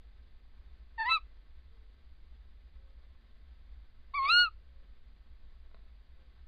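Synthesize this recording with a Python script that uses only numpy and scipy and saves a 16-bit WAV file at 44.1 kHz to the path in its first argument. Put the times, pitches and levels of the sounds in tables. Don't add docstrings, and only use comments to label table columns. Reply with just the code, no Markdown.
import sys
import numpy as np
from scipy import signal
from scipy.fft import rfft, irfft
from scipy.io import wavfile
from scipy.ndimage import uniform_filter1d

SR = 44100
rng = np.random.default_rng(int(sys.argv[2]) if len(sys.argv) > 2 else 0)


def persist_wave(psi):
    counts = np.round(np.clip(psi, -1, 1) * 32767).astype(np.int16)
    wavfile.write(sys.argv[1], SR, np.atleast_2d(counts).T)


N = 285327
T = np.arange(N) / SR
FREQ = np.arange(N // 2 + 1) * SR / N


def undb(db):
    return 10 ** (np.asarray(db) / 20)


def unit(x):
    return x / np.sqrt(np.mean(x ** 2))


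def bell(x, centre, half_width):
    return np.exp(-((x - centre) / half_width) ** 2)


def filtered(x, gain):
    return irfft(rfft(x) * gain, N)


def gain_at(hz, points):
    f, db = np.transpose(points)
    return undb(np.interp(np.log(np.maximum(hz, 1)), np.log(f), db))


def band_gains(bands):
    return sum(undb(db) / (1 + (2 * (FREQ - hz) / width) ** 4) for hz, width, db in bands)


def noise(points):
    return unit(filtered(rng.standard_normal(N), gain_at(FREQ, points)))


def wander(rate_hz):
    return unit(filtered(rng.standard_normal(N), 1 / (1 + (FREQ / rate_hz) ** 4)))


def background(rumble_db=-52.0, hiss_db=-72, flutter_db=1.0):
    # (frequency [Hz], relative level [dB])
    rumble_colour = [(8, -0.5), (20, 3.5), (35, -12), (47, 4), (54, -2.5), (62, 1.5), (72, -9.5),
                     (85, -20.5), (125, -27), (250, -48)]
    hiss_colour = [(90, 2.5), (180, 9), (235, 12), (270, 6.5), (500, 3.5), (800, -0.5), (1300, -3.5),
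                   (2000, 0), (2800, -7), (3600, -2), (4800, -10), (5500, -2), (10000, -17), (15000, -14)]
    # (frequency [Hz], width [Hz], level against plain hiss [dB])
    hollow_modes = [(1096, 97, -2), (1296, 46, 3), (1553, 50, 1.5), (1766, 47, -2.5), (2035, 18, 0.5),
                    (2790, 30, -8)]
    hiss = unit(filtered(noise(hiss_colour), 1 + band_gains(hollow_modes)))
    rumble = undb(rumble_db) * noise(rumble_colour)
    return rumble + undb(hiss_db + flutter_db * wander(24)) * hiss


def far_hoots(sag=0.016, blur=0.11):
    # (start [s], length [s], pitch [Hz], level [dB])
    hoots = [(1.676, 0.24, 447, -74.5), (2.739, 0.24, 540, -73.5), (4.635, 0.3, 545, -77),
             (6.15, 0.12, 530, -75.5)]
    out = np.zeros(N)
    for start, length, hz, db in hoots:
        progress = np.clip((T - start) / length, 0, 1)
        phase = 2 * np.pi * np.cumsum(hz * (1 - sag * (progress - .5))) / SR
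        out += undb(db) * np.sin(np.pi * progress) * np.sin(phase)
    return out * (1 + blur * wander(15.3))


def litter_taps(crack_db=-7, crack_s=0.0018, cutoff_hz=3800):
    # (time [s], relative level [dB])
    taps = [(5.714, -59), (5.7456, -49), (5.7503, -60), (5.7664, -60), (5.771, -59), (5.792, -60)]
    # (frequency [Hz], time to fade by 60 dB [s], relative level [dB])
    floor_modes = [(222, 0.079, -12.5), (415, 0.056, -16), (676, 0.02, 0.5), (1086, 0.016, -0.5),
                   (1380, 0.014, -0.5), (1980, 0.0069, 1.5), (3970, 0.01, 1)]
    out = np.zeros(N)
    t = T[:SR // 10]
    ring = sum(undb(db - 60 * t / ring_s) * np.sin(2 * np.pi * hz * t) for hz, ring_s, db in floor_modes)
    for time, db in taps:
        crack = undb(crack_db) * np.exp(-t / crack_s) * rng.standard_normal(len(t))
        start = int(time * SR)
        out[start:start + len(t)] += undb(db) * (.5 * ring + crack)
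    return signal.sosfilt(signal.butter(2, cutoff_hz, fs=SR, output="sos"), out)


def nest_box(sound, wall_db=-16, wall_s=.08, tail_db=-30, tail_s=.19):
    # (frequency [Hz], boost [dB])
    wall_colour = [(1300, 0), (2700, 2), (4200, 4), (8000, 2.5)]
    reflected = filtered(sound, gain_at(FREQ, wall_colour))
    t = T[:SR // 2]
    out = sound
    for db, fade_s in ((wall_db, wall_s), (tail_db, tail_s)):
        echo = rng.standard_normal(len(t)) * undb(-60 * t / fade_s) * (t > .002)
        out = out + undb(db) * signal.fftconvolve(reflected, echo / np.linalg.norm(echo))[:N]
    return out


def standing_waves(hz):
    # (frequency [Hz], half-width [Hz], boost or cut [dB])
    waves = [(2141, 65, -15.5), (2500, 35, -5.5), (3190, 110, -6), (3560, 80, 4), (4410, 62, 8.5),
             (4780, 110, 3), (5300, 230, -4)]
    return undb(sum(db * bell(hz, centre, width) for centre, width, db in waves))


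def note_shape(note, course, sag=.18, break_hz=1188, break_width_hz=46, thin_db=-22.5):
    start, end, attack, release, octave_db, overtone_db, tilt_db = note
    times, *columns = np.transpose(course)
    held_hz, db = (uniform_filter1d(np.interp(T, times, column), size=220) for column in columns)
    left = np.clip((end - T) / release, 0, 1)
    fade = np.sin(np.pi / 2 * left)
    hz = held_hz * (1 - sag * (1 - left) ** 2)
    strength = np.sqrt(2) * undb(db) * np.clip((T - start) / attack, 0, 1) * fade
    thin = .5 - .5 * np.tanh((hz - break_hz) / break_width_hz)
    octave_gain = undb(octave_db) * fade ** 1.2
    overtone_gain = undb(overtone_db + thin_db * thin) * fade ** 2.8
    return hz, strength, octave_gain, overtone_gain, tilt_db


def period_doubling(t, centre_s=4.401, half_length_s=0.013, peak_db=-22.5):
    return undb(peak_db) / (1 + ((t - centre_s) / half_length_s) ** 2)


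def membrane(hz, strength, octave_gain, overtone_gain, tilt_db, rasp,
             waver=0.0024, jitter=0.03, shimmer=0.19, undertone_db=-8):
    # (frequency [Hz], boost or cut [dB])
    throat = [(2600, 4), (3000, 2), (3300, -3), (3600, -4), (4000, 0), (4500, 0), (4900, -7.5), (5250, -13),
              (5800, -11.5), (7000, -18.5), (8400, -16.5), (10000, -29.5), (11700, -24), (13000, -30.5),
              (14500, -31.5)]
    on = strength > 0
    hz, strength, octave_gain, overtone_gain = hz[on], strength[on], octave_gain[on], overtone_gain[on]
    rough = np.minimum(rasp[on] / strength, .5)
    shaken_hz = hz * (1 + waver * wander(90)[on] + jitter * rough * wander(220)[on])
    phase = 2 * np.pi * np.cumsum(shaken_hz) / SR
    overtones = 0
    for k in range(3, 13):
        colour = gain_at(k * hz, throat) * standing_waves(k * hz) * undb(tilt_db * np.log2(k / 3))
        overtones = overtones + colour * np.sin(k * phase)
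    upper = octave_gain * standing_waves(2 * hz) * np.cos(2 * phase) + overtone_gain * overtones
    between = period_doubling(T[on]) * np.cos(phase / 2) * (upper + undb(undertone_db))
    tremble = 1 + shimmer * rough * wander(170)[on]
    out = np.zeros(N)
    out[on] = strength * (np.sin(phase) + upper + between) * tremble
    return out


def owl(steady_rasp_db=-42.5, burst_db=2.5, air_db=-37, rasp_air_db=-14):
    # (start [s], end [s], fade-in [s],
    # fade-out [s], octave [dB], higher overtones [dB], their tilt [dB per octave]); 0 dB is the base tone
    notes = [(0.978, 1.134, .007, 0.029, 0, 1, -0.5), (1.082, 1.188, .016, .048, -0.5, -2.5, -3.5),
             (4.136, 4.493, 0.0088, 0.085, -3, -4, 0.5)]
    # (time [s], pitch [Hz], level of the base tone [dB])
    whine = [(0.984, 923, -42), (1.004, 878, -35), (1.02, 916.6, -34), (1.044, 845, -41), (1.062, 948, -36),
             (1.096, 1032, -31.5), (1.104, 1054, -36.5)]
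    squeal = [(1.098, 1318, -38), (1.118, 1312, -27), (1.142, 1326, -29)]
    glide = [(4.144, 1088, -35), (4.158, 1167, -35), (4.168, 1172, -34.5), (4.198, 1073, -29.5),
             (4.234, 1075, -29.5), (4.256, 1103, -30), (4.278, 1170, -34.5), (4.294, 1242, -28),
             (4.306, 1333, -26), (4.332, 1403, -25.5), (4.372, 1435, -24.5), (4.424, 1453, -27)]
    # (time [s], half-length [s], level [dB])
    swirls = [(1.007, 0.022, -60.5), (1.06, .02, -53), (1.1, 0.009, -47.5), (1.119, .012, -50.5),
              (1.174, .012, -59.5), (4.143, .003, -54.5), (4.255, 0.03, -48.5), (4.296, .032, -47),
              (4.458, 0.0079, -60.5)]
    # (frequency [Hz], width [Hz], relative level [dB])
    rasp_bands = [(1280, 200, 4.5), (1830, 40, -0.5), (2130, 230, 1.5), (2600, 660, -2), (3420, 320, -1),
                  (3740, 160, -0.5), (4410, 160, 3), (5120, 150, -8), (7330, 3200, -17.5)]
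    # (frequency [Hz], width [Hz], relative level [dB])
    air_modes = [(240, 48, -8), (406, 110, -8), (560.2, 260, -11.5), (717, 130, -2), (980, 120, -1.5)]
    shapes = [note_shape(note, course) for note, course in zip(notes, (whine, squeal, glide))]
    rasp = sum(undb(db) * bell(T, time, half_length) for time, half_length, db in swirls)
    rasp = rasp + undb(steady_rasp_db) * sum(strength for hz, strength, *timbre in shapes)
    voice = sum(membrane(*shape, rasp) for shape in shapes)
    bursts = rasp * undb(burst_db * wander(78)) * rng.standard_normal(N)
    coloured_rasp = filtered(bursts, unit(band_gains(rasp_bands)))
    effort = uniform_filter1d(np.abs(voice), size=400)
    air = (undb(air_db) * effort + undb(rasp_air_db) * rasp) * rng.standard_normal(N)
    return voice + coloured_rasp + filtered(air, unit(band_gains(air_modes)))


def scene():
    return (nest_box(owl() + litter_taps()) + far_hoots() + background())[None]


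def record(dry, treble_hz=4970, treble_db=-21, mirror_hz=12100, mirror_db=-37, top_hz=14900):
    treble_step = np.where(FREQ < treble_hz, 1, undb(treble_db))
    sound = filtered(dry, uniform_filter1d(treble_step, size=400))
    highs = signal.sosfilt(signal.butter(10, 3800, "high", fs=SR, output="sos"), sound)
    mirror = 2 * highs * np.cos(2 * np.pi * mirror_hz * T)
    top_cut = signal.ellip(8, .2, 70, top_hz, fs=SR, output="sos")
    return signal.sosfilt(top_cut, sound + undb(mirror_db) * mirror)


dry = scene()
out = record(dry)
persist_wave(out)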